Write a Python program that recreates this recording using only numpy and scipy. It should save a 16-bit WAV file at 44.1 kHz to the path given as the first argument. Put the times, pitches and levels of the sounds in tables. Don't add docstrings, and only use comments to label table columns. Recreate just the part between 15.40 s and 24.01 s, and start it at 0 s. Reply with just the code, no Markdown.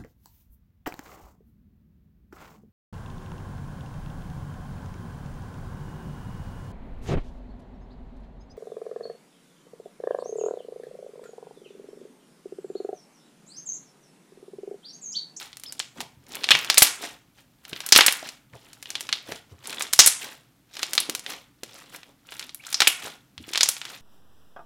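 import sys
import numpy as np
from scipy import signal
from scipy.io import wavfile
from scipy.ndimage import uniform_filter1d

SR = 44100
rng = np.random.default_rng(int(sys.argv[2]) if len(sys.argv) > 2 else 0)


def output_pcm(signal):
    pcm = np.clip(np.atleast_2d(signal).T, -1, 1) * 32767
    wavfile.write(sys.argv[1], SR, np.round(pcm).astype(np.int16))


N = 379701
TIME = np.arange(N) / SR

# (time [s], level [dB], cavity pitch [Hz], cavity Q [-])
AIR_POCKETS = [(0.13, -40, 4000, 2.5), (0.1703, -38, 6600, 0.72), (0.1984, -43.5, 8980, 1.6),
               (0.2365, -35, 7500, 0.6), (0.324, -33, 8000, 1.6), (0.3944, -27, 7260, 5),
               (0.4, -22.5, 3900, 1.5), (0.6053, -27.5, 3420, 0.6), (0.613, -32, 4480, 0.54),
               (0.948, -34, 3350, 1.8), (0.954, -31, 11000, 0.77), (1.0364, -29, 4230, 3),
               (1.0419, -18.5, 3800, 1.8), (1.0891, -15, 2800, 2.3), (1.1072, -8.5, 3700, 0.88),
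               (1.1105, -11.5, 3900, 3), (1.1157, -3, 3040, 3.2), (1.1513, -12, 2660, 1.5),
               (1.19, -26, 3530, 0.56), (1.2467, -28, 3570, 0.43), (1.3, -9, 4400, 1.3),
               (1.3437, -23, 4800, 0.39), (1.3743, -13.5, 3760, 3.2), (1.3795, -2.5, 8800, 1.4),
               (1.383, -8.5, 8600, 2.6), (1.421, 0.5, 5930, 0.56), (1.428, -7, 12900, 4),
               (1.471, -24, 4200, 1.3), (2.252, -39, 3550, 0.85), (2.3311, -28, 3220, 3),
               (2.3626, -33, 3350, 2), (2.405, -29, 3700, 0.74), (2.464, -26, 12000, 1.2),
               (2.4897, -27, 7000, 1.2), (2.5228, 1, 5300, 2.6), (2.5256, -12, 5660, 3.4),
               (2.5527, -11, 3740, 0.96), (2.561, 1.5, 3830, 1.08), (2.575, -8.5, 11000, 1.6),
               (2.5884, -4.5, 1740, 1.1), (2.6083, -3.5, 3055, 1.2), (2.6637, -7, 9100, 1.25),
               (2.6819, -8.5, 3030, 1.25), (2.7246, -21.5, 11000, 1.1), (2.8898, -31.5, 5000, 1),
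               (3.1353, -44, 1600, 1.7), (3.332, -42.5, 6500, 0.8), (3.4271, -35.5, 5540, 0.42),
               (3.4573, -35.5, 3180, 3), (3.504, -29, 6500, 1.8), (3.554, -22.5, 3630, 2.1),
               (3.6081, -28.5, 6440, 0.6), (3.691, -25.5, 2850, 0.94), (3.7276, -15, 3920, 2.8),
               (3.9218, -29.5, 2220, 0.56), (4.2568, -37, 3760, 1.5), (4.2727, -32.5, 8980, 2.2),
               (4.2964, -32.5, 4500, 1.2), (4.328, -31, 3000, 1), (4.396, -35, 7950, 0.7),
               (4.4089, -21.5, 1820, 0.65), (4.4229, -23.5, 7550, 2.2), (4.5293, -28, 7700, 1.4),
               (4.5338, -13, 7900, 1.4), (4.5907, 5, 6100, 1.83), (4.5976, -2, 6520, 4.6),
               (4.604, -6.5, 5630, 4.3), (4.6614, -7, 10300, 2.6), (4.6729, -4.5, 8600, 3.1),
               (5.3688, -31, 3900, 1.2), (5.3934, -31, 3760, 0.86), (5.4308, -18.5, 4000, 1.1),
               (5.5339, -21.5, 6200, 0.53), (5.5524, -26.5, 7460, 0.9), (5.5789, -10.5, 4000, 2.8),
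               (5.6027, -22, 9700, 3), (5.6968, -22.5, 4800, 0.42), (5.7506, -23, 5700, 0.59),
               (5.7945, -34.5, 7100, 1.5), (5.8636, -27.5, 3160, 1.9), (6.2345, -31, 4820, 0.65),
               (6.5478, -35.5, 1570, 0.87), (6.5619, -39.5, 7500, 0.56), (6.632, -41, 2680, 1),
               (6.9219, -34.5, 2110, 0.49), (6.9952, -29, 4840, 0.92), (7.027, -33.5, 3380, 2),
               (7.0938, -37, 3990, 2.6), (7.1466, -33, 11500, 2.6), (7.25, -41, 3630, 5),
               (7.2677, -35, 6800, 2), (7.3281, -26, 6720, 1), (7.344, -16.5, 5430, 5.6),
               (7.4042, -9, 4100, 0.99), (7.419, -9, 3070, 0.9), (7.4722, -7, 2800, 2.8),
               (7.475, -9, 9500, 1.4), (7.9791, -35, 3460, 2.1), (8.0907, -39, 5000, 0.84),
               (8.135, -25, 4850, 1.2), (8.149, -24.5, 2510, 2.5), (8.1574, -18.5, 3250, 1.4),
               (8.1757, -16.5, 4480, 1.3), (8.2088, -11, 4400, 2.2), (8.2318, -8.5, 6360, 3),
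               (8.2588, -25, 5030, 1.9), (8.2888, -13.5, 9150, 1.3), (8.367, -33.5, 3970, 1.5),
               (8.4157, -29, 3200, 1.2), (8.453, -31, 3500, 0.9)]
FOLD_Q = 3.5


def gain_of(db):
    return 10 ** (np.asarray(db) / 20)


def evened(x):
    return x / np.sqrt(np.mean(x ** 2) + 1e-20)


def unit(x):
    return x / (np.linalg.norm(x) + 1e-20)


def read(points, hz):
    f, value = np.transpose(points)
    return np.interp(np.log(hz + 1), np.log(f + 1), value)


def add(mix, s, sound):
    part = mix[max(round(s * SR), 0):][:len(sound)]
    part += sound[:len(part)]


def colour(x, points, size=2048):
    hz = abs(np.fft.fftfreq(size, 1 / SR))
    log_gain = np.log(gain_of(read(points, hz)))
    spectrum = np.exp(np.conj(signal.hilbert(log_gain)))
    taps = np.fft.ifft(spectrum).real
    return signal.oaconvolve(x, taps)[:len(x)]


def high_pass(x, hz):
    return signal.lfilter(*signal.butter(1, hz, "high", fs=SR), x)


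def cavity(t, hz, q):
    decay = np.exp(-np.pi * hz * t / max(q, .5))
    return unit(decay * np.sin(2 * np.pi * min(hz, SR / 3) * t))


def scatter(t, echo_db, fade_s, per_s=5000, delay_s=.0004):
    side, chance = rng.random((2, len(t)))
    echoes = np.sign(side - .5) * (chance < per_s / SR) * np.exp(-t / fade_s) * (t > delay_s)
    taps = gain_of(echo_db) * unit(echoes)
    taps[0] = 1
    return unit(taps)


def pops(size=1100, span_s=0.0035, big_db=-19.01105, small_echo_db=-1,
         tearing_db=10 / 3.5, big_send_db=2 / 3.5, bass_hz=750):
    # (frequency [Hz], gain [dB])
    counter_tone = [(60, -13), (150, -10.5), (300, -2.5), (600, -4), (1100, -2.5), (1600, 0), (2600, 0.5),
                    (4000, 1.5), (7000, 2), (11000, 4), (15500, 1)]
    snap_db, snap_db_per_octave = -20, 5
    near, sent, t = np.zeros(N), np.zeros(N), np.arange(size) / SR
    snap = unit(high_pass(signal.unit_impulse(size), 5400))
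    for s, db, hz, q in AIR_POCKETS:
        octaves = np.log2(hz / 4000)
        snap_gain = gain_of(snap_db + snap_db_per_octave * octaves)
        burst = high_pass(cavity(t, hz, q) + snap_gain * snap, bass_hz)
        big = 1 / (1 + np.exp((big_db - db) / 4))
        echoes = scatter(t, echo_db=small_echo_db + tearing_db * big, fade_s=.0042)
        sound = signal.fftconvolve(burst, echoes)[:size]
        strength = gain_of(db) * np.sqrt(span_s * SR)
        add(near, s, strength * unit(sound))
        add(sent, s, strength * gain_of(big_send_db * big) * unit(burst))
    return colour(near, counter_tone), colour(sent, counter_tone)


def wash():
    start_db, fade_db_per_s = -33, 139.5
    power, t = np.zeros(N), np.arange(SR // 2) / SR
    fading = gain_of(start_db - fade_db_per_s * t)
    for s, db, _, _ in AIR_POCKETS:
        add(power, s, (gain_of(db) * fading) ** 2)
    return np.sqrt(power)


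def stroke(start, end, rise_s, release_s):
    range_db = 31
    bend = 1.29
    outside = np.maximum((start - TIME) / rise_s, 0) + np.maximum((TIME - end) / release_s, 0)
    return gain_of(-range_db * np.minimum(outside, 4) ** bend)


def efforts():
    # (start [s], end [s], crackle level [dB], squish level [dB], crackle growth [dB])
    squeezes = [(0.256, 0.424, -59.5, -63, -1), (0.92, 1.464, -42, -50, 3), (2.294, 2.786, -42.5, -62, 3.5),
                (3.499, 3.764, -48.5, -58.5, -2), (4.287, 4.45, -38, -49.5, -3.5),
                (5.387, 5.747, -47, -53.5, -13), (6.921, 7.042, -46, -59, -3.5),
                (7.26, 7.5, -43.5, -64.5, 3.5), (8.081, 8.46, -44.5, -67.5, -3)]
    # (peak time [s], length [s], crackle level [dB], squish level [dB])
    peels = [(0.0, 0.15, -37, -53), (0.589, 0.087, -44, -41.5), (1.636, 0.15, -33, -43),
             (1.983, 0.081, -54.5, -68), (2.861, 0.13, -39.5, -52), (3.15, 0.057, -54.5, -45.5),
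             (3.26, 0.3, -54, -65), (3.9, 0.13, -39, -47.5), (4.12, 0.11, -62.5, -58),
             (4.843, 0.2, -37.5, -48.5), (5.902, 0.16, -36.5, -46.5), (6.358, 0.3, -46.5, -58),
             (6.541, 0.11, -46.5, -54), (6.682, 0.056, -62, -58), (7.644, 0.15, -34.5, -44),
             (8.505, 0.16, -40.5, -53)]
    close_s, slacken_s = 0.1, 0.12
    peel_rise = 0.52
    rest_crackle_db, rest_squish_db = -77, -77
    press = np.zeros(N)
    peel = np.full(N, gain_of(rest_crackle_db))
    fold = np.full(N, gain_of(rest_squish_db))
    for start, end, crackle_db, squish_db, growth_db in squeezes:
        grip = stroke(start, end, close_s, slacken_s)
        growth = growth_db * np.interp(TIME, [start, end], [-.5, .5])
        press += grip * gain_of(crackle_db + growth)
        fold += grip * gain_of(squish_db)
    for s, length, crackle_db, squish_db in peels:
        pull = stroke(s, s, peel_rise * length, length)
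        peel += pull * gain_of(crackle_db)
        fold += pull * gain_of(squish_db)
    return press, peel, fold


def grains(per_s, spread_db, low_hz, high_hz, q, echo_db, count=24, size=500):
    chance, bigness = rng.random(N), rng.exponential(1, N)
    which = rng.integers(0, count, N)
    sizes = gain_of(spread_db * np.minimum(bigness, 3.3))
    clicks = (chance < per_s / SR) * sizes * rng.choice([-1, 1], N)
    out, t = np.zeros(N), np.arange(size) / SR
    for k, hz in enumerate(np.geomspace(low_hz, high_hz, count)):
        bubble = high_pass(cavity(t, hz, q), hz / 2)
        ring = signal.fftconvolve(bubble, scatter(t, echo_db=echo_db, fade_s=0.0027))[:size]
        out += np.sqrt(hz) * signal.oaconvolve(clicks * (which == k), unit(ring))[:N]
    return out


def kneading(grip_fizz_db=-8, grip_ticks_db=-2.5, peel_fizz_db=-2.5, peel_ticks_db=-7, clump_db=2.5, size=500):
    # (frequency [Hz], filter gain [dB])
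    crackle_tone = [(200, -17.5), (600, -2.5), (1500, 0.5), (3500, 2.5), (6000, -4.5), (10000, -8),
                    (15500, -11.5)]
    # (frequency [Hz], filter gain [dB])
    squish_tone = [(60, -10.5), (150, -7), (330, 0), (650, -2.5), (1200, -5.5), (2500, -23), (6000, -41.5)]
    press, peel, fold = efforts()
    press_and_wash = np.hypot(press, wash())
    clumps = gain_of(clump_db * evened(uniform_filter1d(rng.standard_normal(N), size)))
    threads = grains(per_s=1800, spread_db=4.0, low_hz=880, high_hz=13800, q=3.5, echo_db=1.0)
    bubbles = grains(per_s=190, spread_db=4.0, low_hz=1330, high_hz=14500, q=3.2, echo_db=-2.0, count=16)
    folds = grains(per_s=590, spread_db=2.4, low_hz=185.2, high_hz=1550, q=FOLD_Q, echo_db=-2.5, count=16)
    fizz = evened(clumps * colour(threads, crackle_tone))
    ticks = evened(colour(bubbles, crackle_tone))
    squish = evened(colour(folds, squish_tone))
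    fizz *= press_and_wash * gain_of(grip_fizz_db) + peel * gain_of(peel_fizz_db)
    ticks *= press_and_wash * gain_of(grip_ticks_db) + peel * gain_of(peel_ticks_db)
    return fizz + ticks + squish * fold


def plops(span_s=0.013, size=2600):
    # (time [s], level [dB], pitch [Hz])
    closing_folds = [(0.606, -38.5, 930), (1.629, -43.5, 730), (1.639, -38.5, 656), (2.329, -39, 358),
                     (2.828, -39, 630), (3.16, -53, 388), (3.889, -43.5, 318), (3.892, -42, 550),
                     (3.92, -36, 560), (5.692, -34.5, 343), (6.233, -40, 554), (7.671, -40.5, 865),
                     (8.08, -45, 343), (8.107, -47.5, 382)]
    out, t = np.zeros(N), np.arange(size) / SR
    for s, db, hz in closing_folds:
        fold = high_pass(cavity(t, hz, FOLD_Q), hz / 2)
        ring = signal.fftconvolve(fold, scatter(t, echo_db=-3.0, fade_s=0.0046))[:size]
        add(out, s, gain_of(db) * np.sqrt(span_s * SR) * unit(ring))
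    return out


def squeaks(waver=0.011):
    # (time [s], pitch [Hz], level [dB])
    pinholes = [
        [(0.254, 2920, -51), (0.258, 3130, -46), (0.262, 3560, -40), (0.265, 5320, -39), (0.275, 5230, -50),
         (0.281, 5200, -40), (0.291, 4960, -46), (0.298, 4650, -37), (0.302, 5170, -57), (0.311, 4700, -60)],
        [(7.196, 2180, -53), (7.202, 2280, -47), (7.211, 2810, -51), (7.216, 2880, -66)],
    ]
    out = np.zeros(N)
    for rows in pinholes:
        s, hz, db = np.transpose(rows)
        t = np.arange(s[0], s[-1], 1 / SR)
        drift = evened(uniform_filter1d(rng.standard_normal(SR), size=90))[:len(t)]
        pitch = np.interp(t, s, hz) * (1 + waver * drift)
        turns = np.cumsum(pitch) / SR
        level = gain_of(np.interp(t, s, db)) * np.sqrt(2)
        add(out, s[0], level * np.sin(2 * np.pi * turns))
    return out


def bumps(rise_s=0.003, length_s=0.03):
    # (time [s], level [dB], pitch near the top of the band [Hz])
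    landings = [(0.58, -47.5, 276), (0.625, -54.5, 140), (0.772, -53, 119), (1.141, -44.5, 156.8),
                (2.32, -51, 177), (3.13, -48.5, 129), (3.885, -54, 147.4), (3.925, -55, 147.8),
                (4.115, -46, 114), (5.685, -49, 310), (7.64, -55, 150.4), (7.98, -49, 116),
                (7.996, -48, 287)]
    out, t = np.zeros(N), np.arange(SR // 4) / SR
    envelope = (1 - np.exp(-t / rise_s)) * np.exp(-(t / length_s) ** 2)
    for s, db, hz in landings:
        band = signal.butter(2, [hz * 0.67, hz * 1.1], "band", fs=SR, output="sos")
        push = signal.sosfilt(band, rng.standard_normal(len(t)) * envelope)
        add(out, s - .006, gain_of(db) * np.sqrt(length_s * SR) * unit(push))
    return out


def room(x, wet_db, delay_s, size=256):
    # (frequency [Hz], decay time [s])
    decay_times = [(200, 0.41), (600, 0.3), (1500, 0.5038), (3700, 0.2467), (8000, 0.355), (15000, 0.11)]
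    # (frequency [Hz], gain [dB])
    wall_tone = [(100, -1.5), (300, -1), (900, 2.5), (1600, -4.5), (3500, 4), (8000, -2), (15000, 4.5)]
    t = np.arange(SR // 2) / SR
    taps = rng.standard_normal(len(t)) * (rng.random(len(t)) < .2) * (t > delay_s)
    hz, frame_s, z = signal.stft(taps, SR, nperseg=size)
    fall_db = 60 * frame_s / read(decay_times, hz)[:, None]
    fade_db = read(wall_tone, hz)[:, None] - fall_db
    tail = signal.istft(z * gain_of(fade_db), SR, nperseg=size)[1]
    return gain_of(wet_db) * signal.oaconvolve(x, unit(tail))[:N]


def room_tone(level_db=-62):
    # (frequency [Hz], filter gain [dB])
    quiet_tone = [(15, -45), (25, -18), (64, -11.5), (82, -18.5), (134, -4), (175, -10), (223, -11.5),
                  (277, -6.5), (317, -14), (394, -23.5), (10100, -35.5), (11000, -33.5), (14800, -34),
                  (16000, -41.5)]
    return gain_of(level_db) * evened(colour(rng.standard_normal(N), quiet_tone))


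def scene():
    popping, sent = pops()
    handling = kneading() + plops() + bumps() + squeaks()
    walls = room(sent + gain_of(1.5) * handling, wet_db=-12.0, delay_s=0.007)
    return (popping + handling + walls + room_tone())[None]


def record(dry, ceiling=1.0, knee=5, edge_hz=16000):
    clipped = dry / (1 + abs(dry / ceiling) ** knee) ** (1 / knee)
    band_limit = signal.firwin(401, edge_hz, window=("kaiser", 8), fs=SR)
    return signal.oaconvolve(clipped, band_limit[None], "same")


dry = scene()
out = record(dry)
output_pcm(out)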